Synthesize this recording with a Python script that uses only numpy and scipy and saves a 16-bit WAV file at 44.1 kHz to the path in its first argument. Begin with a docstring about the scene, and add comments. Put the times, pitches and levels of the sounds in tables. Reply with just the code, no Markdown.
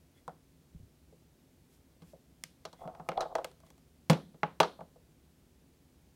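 """Diecast model car on a table

A small car is turned by hand on a hard table, close by in a small room. Its loose parts click, its
tyres judder by stick-slip friction as they are dragged sideways, and it is set down with three knocks.
Each impact excites the damped modes of the table top, the hollow body and the small hard parts.
Faint finger brushes, soft bumps of the hand and steady room noise lie below."""
import sys
import numpy as np
from scipy import signal
from scipy.fft import rfft, irfft
from scipy.io import wavfile
from scipy.ndimage import uniform_filter1d

SR = 44100
rng = np.random.default_rng(int(sys.argv[2]) if len(sys.argv) > 2 else 0)


def wav_out(sig):
    """Save sig, one row per channel (or a flat mono array), as 16-bit PCM at SR to the path in sys.argv[1]."""
    wavfile.write(sys.argv[1], SR, np.round(np.clip(np.atleast_2d(sig).T, -1, 1) * 32767).astype(np.int16))


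N = 271215
TIME = np.arange(N) / SR
AGE = np.arange(SR // 3) / SR   # seconds since a contact

# modes of the hollow body standing on the table: pitch_hz, level_db, t60_s
BODY_MODES = [(337, -9.5, 0.2), (437.7, -4.5, 0.075), (487, -3.5, 0.15), (541.3, -1.5, 0.14),
              (647, 0.5, 0.11), (739.7, -2.5, 0.058), (769, -4.5, 0.066), (838, -1.5, 0.12),
              (916, -2.5, 0.046), (1066, 0.5, 0.027), (1142.4, -1.5, 0.045), (1256, 0, 0.048),
              (1369, -9, 0.009), (1745, -9.5, 0.029)]


def amp(db):
    """Amplitude ratio of a level in decibels."""
    return 10 ** (np.asarray(db) / 20)


def rms_one(x, span_s=None):
    """Normalisation to unit rms, taken over the first span_s if given."""
    head = x if span_s is None else x[:int(span_s * SR)]
    return x / np.sqrt(np.mean(head ** 2) + 1e-20)


def fade(t, t60):
    """Exponential decay by 60 dB in t60 seconds."""
    return np.exp(-np.log(1000) * t / t60)


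def lag(x, seconds):
    """First-order relaxation with the given time constant."""
    pole = np.exp(-1 / (seconds * SR))
    return signal.lfilter([1 - pole], [1, -pole], x + 1e-20)


def add(out, start_s, sound):
    """Superposition of a sound from a given time on."""
    i = max(int(start_s * SR), 0)
    out[i:i + len(sound)] += sound[:N - i]


def filtered(x, hz, kind, order=2):
    """Causal Butterworth filter."""
    return signal.sosfilt(signal.butter(order, hz, kind, fs=SR, output="sos"), x)


def bin_hz(count):
    """Frequencies of the Fourier bins, kept above zero."""
    return np.maximum(np.fft.rfftfreq(count, 1 / SR), 1)


def focus(hz, centre_hz, slope_db):
    """Excitation spectrum: a touch favours one range, and the skirts fall by slope_db an octave."""
    return amp(-slope_db * np.hypot(np.log2(hz / centre_hz), 0.5))


def ring(modes, weights=1, scatter_db=0):
    """Modal superposition: damped sines of alternating sign, with optional random scatter in level."""
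    hz, db, t60 = np.transpose(modes)
    levels_db = db + scatter_db * rng.standard_normal(len(hz))
    gains = weights * amp(levels_db) * (-1) ** np.arange(len(hz))
    return gains @ (np.sin(2 * np.pi * hz[:, None] * AGE) * fade(AGE, t60[:, None]))


def air(level_db=-64):
    """Stationary background noise: a low rumble with a thin hiss."""
    # spectrum of the room noise: frequency_hz, density_db
    spectrum = [(15, -51.5), (25, -22), (41, -11.5), (64, 0), (87, -4), (102, -11.5), (161, -3),
                (195, -12.5), (270, -6.5), (301, -15), (335, -10.5), (373, -15), (1160, -29.5),
                (8830, -34.5), (16000, -37)]
    hz, db = np.transpose(spectrum)
    colour = amp(np.interp(np.log(bin_hz(N)), np.log(hz), db))
    return amp(level_db) * rms_one(irfft(rfft(rng.standard_normal(N)) * colour, N))


def brushes():
    """Sliding friction of skin on paint gives a broadband hiss and a resonant squeak."""
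    # finger strokes: centre_s, length_s, hiss_db, squeak_db
    strokes = [(0.18, 0.047, -77, -72.5), (1.743, .08, -72.5, -104), (2.096, 0.096, -71, -95),
               (2.82, 0.078, -72.5, -71.5), (3.673, .08, -76.5, -79)]
    # resonances of skin on paint: pitch_hz, level_db, t60_s
    squeak_modes = [(2050, 21, 0.012), (3390, 15, 0.031)]
    hiss = rms_one(filtered(rng.standard_normal(N), [1500, 13000], "band", order=1))
    squeak = rms_one(signal.fftconvolve(rng.standard_normal(N), ring(squeak_modes))[:N])
    out = np.zeros(N)
    for centre_s, length_s, hiss_db, squeak_db in strokes:
        swell = np.exp(-(2 * (TIME - centre_s) / length_s) ** 2)
        out += swell * (amp(hiss_db) * hiss + amp(squeak_db) * squeak)
    return out


def struck(modes, pitch_hz, slope_db, favour=3.4, width=0.035):
    """Selective excitation: modes near the contact's pitch swing at the touched spot and answer most."""
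    hz = np.array(modes)[:, 0]
    favoured = 1 + favour * np.exp(-(np.log(hz / pitch_hz) / width) ** 2)
    return ring(modes, favoured * focus(hz, pitch_hz, slope_db), scatter_db=2)


def burst(centre_hz, slope_db, band_hz, t60):
    """Modal overlap: many short-lived modes merge into noise, a sharp crack and then a dense rattle."""
    colour = focus(bin_hz(len(AGE)), centre_hz, slope_db)
    noise = irfft(rfft(rng.standard_normal(len(AGE))) * colour, len(AGE))
    envelope = fade(AGE, t60) + 0.73 * fade(AGE, 0.11 * t60)
    return rms_one(filtered(noise * envelope, band_hz, "band", order=3), span_s=0.025)


def body_ring(pitch_hz, t60, softness_db, crack_db=-7):
    """Free vibration of the hollow body: a soft push excites few modes, a hard knock all of them."""
    slope_db = -1.5 + 0.51 * softness_db
    modes = struck(BODY_MODES, pitch_hz, slope_db) * fade(AGE, 8 * t60)
    crack = burst(pitch_hz, slope_db, band_hz=[324.3, 1480], t60=1.9 * t60)
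    return rms_one(rms_one(modes, span_s=0.011) + amp(crack_db) * crack, span_s=0.018)


def trim_ring(pitch_hz, t60, softness_db):
    """Free vibration of small hard parts: the damping that shortens their rattle shortens their ring."""
    # modes of the wheels, axles and trim: pitch_hz, level_db, t60_s
    trim_modes = [(1954, -10, 0.035), (2114, 7.5, 0.031), (2504, -7, 0.041), (2210, -5, .035),
                  (2800, -1.5, 0.053), (3058, -13, 0.03474), (3220, -2.5, 0.034), (3344, 8.5, 0.0395),
                  (3975, 5, 0.054), (4393, 8, 0.033), (4970, -6.5, .035), (5760, 9, 0.018),
                  (4950, -7.5, 0.016), (5830, -5, 0.0069), (6640, -1.5, 0.044)]
    slope_db = 0.67 * softness_db
    modes = struck(trim_modes, pitch_hz, slope_db) * fade(AGE, 3 * t60)
    crack = burst(pitch_hz, slope_db, band_hz=[1643, 6300], t60=t60)
    return rms_one(crack + rms_one(modes, span_s=0.018), span_s=0.02)


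def table_thump(hold_s=0.034, residual_db=-11, squash_s=0.0029):
    """Plate vibration: the tyres squash, the top swings a few cycles, then the car's weight damps it."""
    # modes of the table top: pitch_hz, level_db, t60_s
    table_modes = [(61.1, -23.5, .3), (130, -19.5, 0.04), (164.6, 2.5, 0.21), (201, -11, 0.57),
                   (272, -13.5, 0.32)]
    held = np.exp(-(AGE / hold_s) ** 4)
    envelope = (amp(residual_db) + held) * (1 - np.exp(-AGE / squash_s))
    signs = (-1) ** np.arange(len(table_modes))   # makes all modes start in phase
    swing = ring(table_modes, signs) * envelope
    return rms_one(filtered(swing, hz=103, kind="high"), span_s=0.014)


def contact(body_db, body_hz, thump_db, trim_db, trim_hz, snap_db, t60):
    """Impact excitation of table, body and trim: the softer the touch, the narrower its spectrum."""
    body = body_ring(body_hz, t60, softness_db=max(body_db - trim_db, 0))
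    trim = trim_ring(trim_hz, t60, softness_db=max(trim_db - snap_db, 0))
    snap = burst(centre_hz=6500, slope_db=15, band_hz=[6400, 16840], t60=0.74 * t60)   # hard edges
    return amp(thump_db) * table_thump() + amp(body_db) * body + amp(trim_db) * trim + amp(snap_db) * snap


def bouncing(start_s, gap_s, body_db, body_hz, thump_db, trim_db, trim_hz, snap_db, t60):
    """Inelastic collision: if gap_s is above zero, two rebounds follow, ever sooner, weaker and duller."""
    restitution = 0.49
    body_loss_db, thump_loss_db, trim_loss_db, snap_loss_db = 11, 14, 13, 21.5   # per rebound
    out = np.zeros(N)
    for k in range(3 if gap_s > 0 else 1):
        touch = contact(body_db - k * body_loss_db, body_hz, thump_db - k * thump_loss_db,
                        trim_db - k * trim_loss_db, trim_hz, snap_db - k * snap_loss_db, t60)
        add(out, start_s, touch)
        start_s += gap_s * restitution ** k
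    return out


def clicks():
    """Brief impacts of light, hard parts on their stops, and one hard tap on the body, reach the treble but
    barely move the table."""
    # a hard tap on the body, then loose parts striking: # start_s, trim_db, trim_hz, snap_db, body_db, body_hz,
    # thump_db, rattle_t60_s, rebound_gap_s
    hits = [(0.2792, -64, 2170, -67.5, -41.5, 755, -52, 0.013, 0.014),
            (2.02, -69.5, 2260, -79, -62, 480, -53, 0.082, 0.011),
            (2.4377, -46, 2140, -47, -62, 1285, -57.5, 0.0058, 0.0018),
            (2.6521, -50, 4160, -65, -43.5, 453, -58, 0.04, 0),
            (2.729, -64, 4560, -71.5, -55.5, 894, -61, 0.064, 0.0018),
            (3.0885, -43.5, 2140, -57.5, -32.5, 767, -45, 0.019, 0.029),
            (3.175, -51, 3000, -77, -51, 770, -77, .02, 0.053),
            (3.207, -44, 3950, -57.5, -32, 762, -81, 0.077, 0.012),
            (3.3531, -46, 1910, -56, -29, 617, -65.5, 0.031, 0),
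            (3.4449, -46.5, 2500, -52.5, -41, 466, -67, 0.025, 0)]
    return sum(bouncing(start_s, gap_s, body_db, body_hz, thump_db, trim_db, trim_hz, snap_db, t60)
               for start_s, trim_db, trim_hz, snap_db, body_db, body_hz, thump_db, t60, gap_s in hits)


def room(x, build_s=0.00094):
    """Diffuse reverberation: in each half octave, energy builds up and leaks away exponentially."""
    # room response: frequency_hz, gain_db, t60_s
    response = [(100.2, -14, .28), (198, -10.5, 0.46), (403, 1, 0.26), (790, -7.5, 0.24),
                (1608, -7.5, 0.27), (2779, -3, 0.21), (4300, -4, 0.45), (5970, -6.5, 0.14),
                (10115, -8.5, 0.5), (15000, -11.5, .16)]
    hz, db, t60 = np.transpose(response)
    edges_hz = np.geomspace(100, 17000, 16)
    white = rng.standard_normal((2, N))
    out = np.zeros(N)
    for k, band in enumerate(zip(edges_hz, edges_hz[1:])):
        log_centre = np.mean(np.log(band))
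        band_db = np.interp(log_centre, np.log(hz), db)
        band_t60 = np.interp(log_centre, np.log(hz), t60)
        power = filtered(x, band, "band", order=3) ** 2
        arriving = lag(lag(power, build_s), build_s)
        stored = lag(arriving, band_t60 / np.log(10 ** 6))
        diffuse = rms_one(filtered(white[k % 2], band, "band", order=3))
        out += amp(band_db) * np.sqrt(stored) * diffuse
    return out


def bumps(t60=0.11):
    """Compliant impact: the soft flesh of the hand excites only a few low cycles."""
    # bumps of the hand: start_s, level_db, pitch_hz
    nudges = [(0.748, -43, 162), (0.758, -42.5, 66), (0.800, -46, 86), (0.805, -48, 151), (0.832, -46, 104)]
    envelope = fade(AGE, t60) * (1 - fade(AGE, t60=0.0028))
    out = np.zeros(N)
    for start_s, level_db, pitch_hz in nudges:
        add(out, start_s, amp(level_db) * np.sin(2 * np.pi * pitch_hz * AGE) * envelope)
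    return out


def taps():
    """Damped impact: a soft touch gives a hollow tock and barely stirs the trim; some touches are light
    rebounds of the one before."""
    # fingers and tyres tapping the body, and light rebounds: start_s, body_db, body_hz, thump_db, softness_db
    touches = [(1.1261, -62, 443, -69, 54), (2.134, -53, 569, -63, 74), (2.854, -50.5, 720, -45.5, 47),
               (2.876, -42.5, 634, -51, 23.5), (2.9497, -54, 797, -70, 16), (2.9979, -46.5, 742, -50, 28),
               (3.1777, -30, 769, -69, 52), (3.2555, -41, 697, -62, 45), (3.3837, -35.5, 678, -78, 26),
               (3.634, -62, 640, -60, 30), (4.344, -60.5, 423, -55, 19), (4.791, -50, 677, -55, 41),
               (4.8069, -45, 678, -51, 24.5), (4.9596, -60, 474, -82, 38)]
    out = np.zeros(N)
    for start_s, body_db, body_hz, thump_db, softness_db in touches:
        trim_db = body_db - softness_db
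        tock = contact(body_db, body_hz, thump_db, trim_db, trim_hz=2350, snap_db=trim_db - 13, t60=0.041)
        add(out, start_s, tock)
    return out


def pull(start_s, hold_s, level_db, attack_s=0.014, release_t60_s=0.18):
    """Force envelope of the hand: a linear rise, a hold and an exponential release."""
    t = TIME - start_s
    return amp(level_db) * np.clip(t / attack_s, 0, 1) * fade(np.maximum(t - hold_s, 0), release_t60_s)


def tyre_drag(slips_per_s=250, unevenness_db=4, pitch_hz=730):
    """Stick-slip friction: random slips of the tyres shake the body; the hand's pull sets the level."""
    # sideways pulls on the tyres: start_s, hold_s, level_db
    pulls = [(2.803, .085, -50), (3.154, 0.06, -37.5), (3.299, 0.043, -48), (3.385, 0.016, -52)]
    slipping = rng.random(N) < slips_per_s / SR
    slips = slipping * amp(unevenness_db * np.clip(rng.standard_normal(N), -2, 2))
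    body = struck(BODY_MODES, pitch_hz, slope_db=11) * fade(AGE, t60=0.056)
    shaking = signal.fftconvolve(slips, body)[:N]
    judder = rms_one(filtered(shaking, hz=1180, kind="low", order=4))
    judder /= np.sqrt(uniform_filter1d(judder ** 2, size=900) + 0.041)   # long stick, bigger slip
    light_slide = pull(start_s=2.785, hold_s=0.63, level_db=-59.5)
    return (light_slide + sum(pull(*row) for row in pulls)) * judder


def wheel_ticks():
    """Tiny impacts in the wheels, all of one colour, excite the car faintly as it swings round."""
    # ticks of the wheels: start_s, gain_db
    ticks = [(3.5144, -51), (3.6026, -53.5), (3.6652, -52.5), (3.7032, -47.5), (3.7793, -55.5)]
    out = np.zeros(N)
    for start_s, gain_db in ticks:
        tick = contact(body_db=-17.5, body_hz=600, thump_db=-17.5,
                       trim_db=-21.5, trim_hz=3530, snap_db=-24, t60=0.018)
        add(out, start_s, amp(gain_db) * tick)
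    return out


def knocks():
    """Momentum transfer: the car's whole mass lands and drives both the body and the table top."""
    # the car is set down:
    # start_s, body_db, body_hz, thump_db, trim_db, trim_hz, snap_db, rattle_t60_s, rebound_gap_s
    landings = [(4.0983, -23.5, 521, -18.5, -31, 2250, -41.5, 0.078, 0.032),
                (4.432, -27.5, 851, -38, -39.5, 1950, -70.5, 0.026, 0),
                (4.602, -19, 930, -36, -28, 3023, -42.5, 0.055, 0.029)]
    return sum(bouncing(start_s, gap_s, body_db, body_hz, thump_db, trim_db, trim_hz, snap_db, t60)
               for start_s, body_db, body_hz, thump_db, trim_db, trim_hz, snap_db, t60, gap_s in landings)


def scene():
    """Direct sound, reverberation and background noise superpose at one point."""
    # each sound of the car with its gain into the room in dB
    car = [(knocks(), -9), (clicks(), -9.5), (taps(), -7.5), (wheel_ticks(), -4), (tyre_drag(), -16)]
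    direct = sum(sound for sound, _ in car)
    tail = room(sum(amp(room_db) * sound for sound, room_db in car))
    return (direct + tail + bumps() + brushes() + air())[None]


def record(dry):
    """Band limiting: a steep elliptic low-pass removes the highest treble."""
    cutoff_hz = 15800
    return signal.sosfilt(signal.ellip(10, 0.1, 80, cutoff_hz, fs=SR, output="sos"), dry)


dry = scene()
out = record(dry)
wav_out(out)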